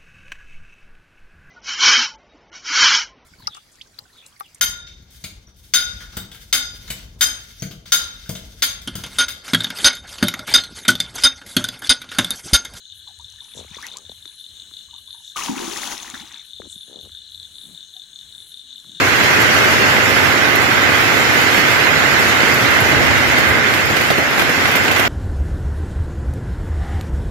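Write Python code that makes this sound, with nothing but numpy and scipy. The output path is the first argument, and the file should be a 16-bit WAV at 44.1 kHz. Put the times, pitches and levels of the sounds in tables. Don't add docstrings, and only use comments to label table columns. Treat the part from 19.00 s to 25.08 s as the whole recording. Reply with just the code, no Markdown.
import sys
import numpy as np
from scipy import signal
from scipy.fft import rfft, irfft, next_fast_len
from scipy.io import wavfile

SR = 44100
rng = np.random.default_rng(int(sys.argv[2]) if len(sys.argv) > 2 else 0)


def dump(signal):
    limited = np.clip(np.atleast_2d(signal).T, -1, 1)
    pcm = np.round(limited * 32767).astype(np.int16)
    wavfile.write(sys.argv[1], SR, pcm)


N = 268128


def from_db(db):
    return 10 ** (np.asarray(db) / 20)


def rms_one(x):
    return x / np.sqrt(np.mean(x ** 2) + 1e-20)


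def at_hz(points, hz):
    table_hz, values = np.transpose(points)
    return np.interp(np.log(hz), np.log(table_hz), values)


def in_time(rows):
    s, *columns = np.transpose(rows)
    return [np.interp(np.arange(N) / SR, s, column) for column in columns]


def drift(corner_hz):
    step = 40
    run_in = 2000
    r = np.exp(-2 * np.pi * corner_hz * step / SR)
    noise = rng.standard_normal(N // step + run_in + 2)
    slow = signal.lfilter([1], [1, -2 * r, r * r], noise)[run_in:]
    return np.interp(np.arange(N) / step, np.arange(len(slow)), rms_one(slow))


def pan(db):
    return from_db(np.array([db / 2, -db / 2]))


def impacts(per_s, spread_db):
    size_db = spread_db * np.minimum(rng.exponential(1, (3, N)), 3.5)
    clicks = from_db(size_db) * rng.choice([-1, 1], (3, N))
    return clicks * (rng.random((3, N)) < per_s / SR)


def shimmer(low_hz, high_hz, per_s, spread_db):
    hop, size = 256, 2048
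    peak_s = 0.014
    steps = np.arange(N // hop + 12)
    slots = np.arange(int(low_hz * size / SR), int(high_hz * size / SR))
    luck = rng.random((3, len(steps), len(slots))) / (per_s * hop / SR / len(slots))
    struck = luck < 1
    loudness = from_db(-spread_db * np.log(np.maximum(luck[struck], .03)))
    start = np.full(luck.shape, 1e-18 + 0j)
    start[struck] = loudness * np.exp(2j * np.pi * rng.random(struck.sum()))

    r = np.exp(-hop / (peak_s * SR))
    swelling = signal.lfilter([1], [1, -2 * r, r * r], start, axis=1)
    turning = np.exp(2j * np.pi * np.outer(steps, slots) * hop / size)
    height = np.zeros((3, len(steps), size // 2 + 1), complex)
    height[..., slots] = swelling * turning

    pieces = irfft(height, size)[..., :2 * hop] * np.hanning(2 * hop + 1)[:-1]
    joined = pieces[:, 1:, :hop] + pieces[:, :-1, hop:]
    return joined.reshape(3, -1)[:, -N:]


def stereo(sources, spectrum):
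    # [f/Hz, shared part 0-1]
    likeness = [(100, 0.04), (270, 0.28), (450, 0.52), (800, 0.37), (1200, 0.11), (3000, 0.06), (8000, 0),
                (12000, 0.04)]
    # [f/Hz, left minus right/dB]
    side_tilt = [(60, 4), (125, 3), (250, 4), (700, 5), (1800, 4), (2700, 1), (5000, 4.5), (9800, 5),
                 (13000, 2.7)]
    left_lag_s = .00015
    size = next_fast_len(N)
    hz = np.maximum(np.fft.rfftfreq(size, 1 / SR), 1)
    both, left, right = rfft(sources, size)
    alike = np.clip(at_hz(likeness, hz), 0, 1)
    late = np.exp(-2j * np.pi * hz * left_lag_s)
    shared = np.sqrt(alike) * both * [late, late ** 0]
    pair = shared + np.sqrt(1 - alike) * np.array([left, right])
    inside = (hz > spectrum[0][0]) & (hz < spectrum[-1][0])
    colour = inside * from_db(at_hz(spectrum, hz))
    out = irfft(pair * colour * pan(at_hz(side_tilt, hz)), size)[:, :N]
    return out / out.mean(axis=0).std()


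def sheet(sources, spectrum, gust_db):
    return from_db(gust_db) * stereo(sources, spectrum)


def roof_drum(level_db):
    # [f/Hz, level/dB per Hz]
    drum_colour = [(18, -54), (30, -40), (71, -6.5), (102, 0), (134, -0.5), (173, -5.5), (254, 0),
                   (900, -5.5), (1170, -30), (1980, -120)]
    return from_db(level_db) * sheet(impacts(3000, 2.87), drum_colour, 0.22 * drift(10.0))


def deep_rumble(level_db):
    # [f/Hz, level/dB per Hz]
    rumble_colour = [(35, -24), (60, -4.5), (100, 3), (135, -5), (180, -25)]
    return from_db(level_db) * sheet(impacts(300, 2.9), rumble_colour, 1.4 * drift(5.0))


def hail_roar(strength_db):
    # [f/Hz, level/dB per Hz]
    roar_colour = [(500, -11.5), (800, -10.5), (1000, -5), (1500, 0.5), (2100, 0), (2600, -9.5),
                   (3300, -15), (4500, -25.5)]
    roar = sheet(impacts(14000, 3.15), roar_colour, 0.52 * drift(8.9))
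    return from_db(-17.5 + strength_db) * roar


def lower_shimmer(treble_db, treble_gust):
    # [f/Hz, level/dB per Hz]
    lower_colour = [(1800, -7.5), (2500, 1.5), (3500, -5), (5000, -7.5), (6300, -11.5), (7500, -10.5),
                    (7800, -34)]
    tones = shimmer(1800, 7800, 1900, spread_db=3.5)
    return from_db(-23.5 + treble_db) * sheet(tones, lower_colour, 0.23 * treble_gust)


def upper_shimmer(treble_db, treble_gust):
    # [f/Hz, level/dB per Hz]
    upper_colour = [(6500, -39), (7700, -3), (9000, 0.5), (10600, -3.5), (11200, -0.5), (13000, 0),
                    (15100, -2), (15250, -12), (16000, -13)]
    follows = 1.2
    tones = shimmer(6500, 16000, 4000, spread_db=4.0)
    return from_db(-36 + follows * treble_db) * sheet(tones, upper_colour, 0.97 * treble_gust)


def bursts(times, levels_db, rise_s, t60_s):
    out = np.zeros(N)
    t = np.arange(SR // 4) / SR
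    shape = from_db(-60 * t / t60_s) * np.minimum(t / rise_s, 1)
    for s, db in zip(times, levels_db):
        at = round(s * SR)
        out[at:at + len(t)] += from_db(db) * shape[:N - at]
    return out


def small_stones():
    per_s, floor_db, t60_s = 40, -50.5, 0.092
    hits = np.abs(impacts(per_s, spread_db=4.5)[0]) * from_db(floor_db)
    return signal.lfilter([1], [1, -from_db(-60 / (t60_s * SR))], hits + 1e-18)


def near_stones():
    # [t/s, burst level before decay/dB]
    shattering = [(0.2334, -30), (0.415, -26.5), (0.6994, -31.5), (1.2426, -31.5), (1.5534, -24),
                  (1.9784, -35), (2.3294, -32.5), (2.4124, -29), (3.2794, -29), (3.5394, -26),
                  (3.704, -25.5), (3.8018, -24), (4.3814, -29.5), (4.4844, -29), (4.7356, -27.5),
                  (4.8524, -29), (4.9013, -33), (4.9641, -27), (5.01, -29), (5.1033, -29), (5.1794, -30.5),
                  (5.3033, -31.5), (5.3894, -30.5), (5.4176, -27.5), (5.4929, -29), (5.7114, -28.5),
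                  (5.755, -21.5), (5.9115, -25.5), (5.9594, -30.5), (5.9798, -27.5), (5.9954, -28)]
    # [t/s, knock level/dB, thud level/dB]
    heavy = [(0.38, -26, -13), (2.575, -16, -16), (3.403, -12.5, -24), (3.43, -20, -15.5),
             (4.0264, -19, -15), (4.11, -20, -19.5), (4.379, -20, -18), (4.7373, -15, -26),
             (4.7894, -21, -21.5), (4.9, -19, -15), (4.967, -13, -17), (5.01, -18, -20),
             (5.102, -12.5, -10), (5.179, -15, -12), (5.376, -21, -16), (5.394, -14, -20),
             (5.416, -14, -13.5), (5.4924, -18, -16), (5.6544, -14, -22.5), (5.7525, -15.5, -15),
             (5.8804, -14, -20.5), (5.912, -11, -20.5), (5.9607, -12.5, -26), (5.995, -15.5, -17.5),
             (6.051, -15, -20)]
    # [f/Hz, level/dB per Hz]
    crack_colour = [(5000, -7), (8000, -4), (11000, 2), (14000, 4), (15100, 0), (15250, -11), (16000, -12)]
    # [f/Hz, level/dB per Hz]
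    knock_colour = [(600, -1), (1000, 1), (2000, 2), (3200, -2), (7500, -20.5), (9000, -23)]
    # [f/Hz, level/dB per Hz]
    thud_colour = [(80, -10), (200, 7.5), (500, 5), (900, -7), (1400, -24)]
    small = small_stones()
    white = rng.standard_normal((3, N))
    side = pan(-6)[:, None]
    heavy_s, knock_db, thud_db = np.transpose(heavy)
    crack = side * bursts(*np.transpose(shattering), rise_s=0.0035, t60_s=0.085) + small
    knock = side * bursts(heavy_s, knock_db, rise_s=0.0011, t60_s=0.054)
    knock = knock + from_db(9) * small
    thud = side * bursts(heavy_s, thud_db, rise_s=0.004, t60_s=0.093)
    out = crack * stereo(white, crack_colour)
    out += knock * stereo(white, knock_colour)
    return out + thud * stereo(white, thud_colour)


def scene():
    # [t/s, strength/dB, extra treble/dB, left minus right/dB]
    storm = [(0.0, 1.5, -1.5, -5), (0.23, 1, 0, -6), (0.7, 1.5, 0.5, -5), (0.95, 1.5, -.5, -6),
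             (1.42, 0, -0.5, -7.5), (1.72, 0, -1, -7), (2.0, 1, -0.5, -6.5), (2.47, 0.5, .7, -6.5),
             (2.9, .5, -0.8, -7), (3.22, 0.5, 0.5, -6.5), (3.71, 0.5, -0.6, -6.5), (4.1, 0.7, -1.5, -6),
             (4.36, 0.1, 0, -5.5), (4.58, 0.5, -3, -6.5), (4.95, -1.9, 0.5, -5.5), (5.25, -2, -1.3, -5),
             (5.75, -1, 0.1, -5), (6.08, -2, -0.5, -6)]
    # [t/s, drum level/dB, deep rumble level/dB]
    low_swell = [(0.0, -20.5, -36), (1.0, -20, -37), (2.0, -21, -40), (2.9, -21, -40), (3.22, -20.5, -40),
                 (3.71, -21, -37), (3.99, -18, -27), (4.15, -21, -30), (4.6, -21.5, -34),
                 (4.95, -23.5, -32.5), (5.3, -23.5, -41), (6.08, -22, -33.5)]
    strength_db, treble_db, pan_db = in_time(storm)
    drum_db, rumble_db = in_time(low_swell)
    treble_gust = drift(9.4)
    low = roof_drum(drum_db) + deep_rumble(rumble_db)
    roar = hail_roar(strength_db)
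    treble = lower_shimmer(treble_db, treble_gust) + upper_shimmer(treble_db, treble_gust)
    sheets = low + roar + from_db(strength_db) * treble
    return pan(pan_db) * sheets + near_stones()


def record(dry):
    # [f/Hz, width/Hz, left gain/dB, right gain/dB]
    mic_modes = [(1540, 84, -5.5, 4), (2053, 41, -4.5, 6.5)]
    out = dry.copy()
    for hz, width_hz, *gain_db in mic_modes:
        r = np.exp(-np.pi * width_hz / SR)
        zeros = [(1 - r * r) / 2, 0, (r * r - 1) / 2]
        poles = [1, -2 * r * np.cos(2 * np.pi * hz / SR), r * r]
        ringing = signal.lfilter(zeros, poles, dry)
        out += (from_db(gain_db)[:, None] - 1) * ringing
    overloaded = np.clip(out, -1, 1)
    cutoff_hz = 15730
    steep = signal.ellip(14, .5, 70, cutoff_hz, fs=SR, output="sos")
    return np.clip(signal.sosfilt(steep, overloaded), -1, 1)


dry = scene()
out = record(dry)
dump(out)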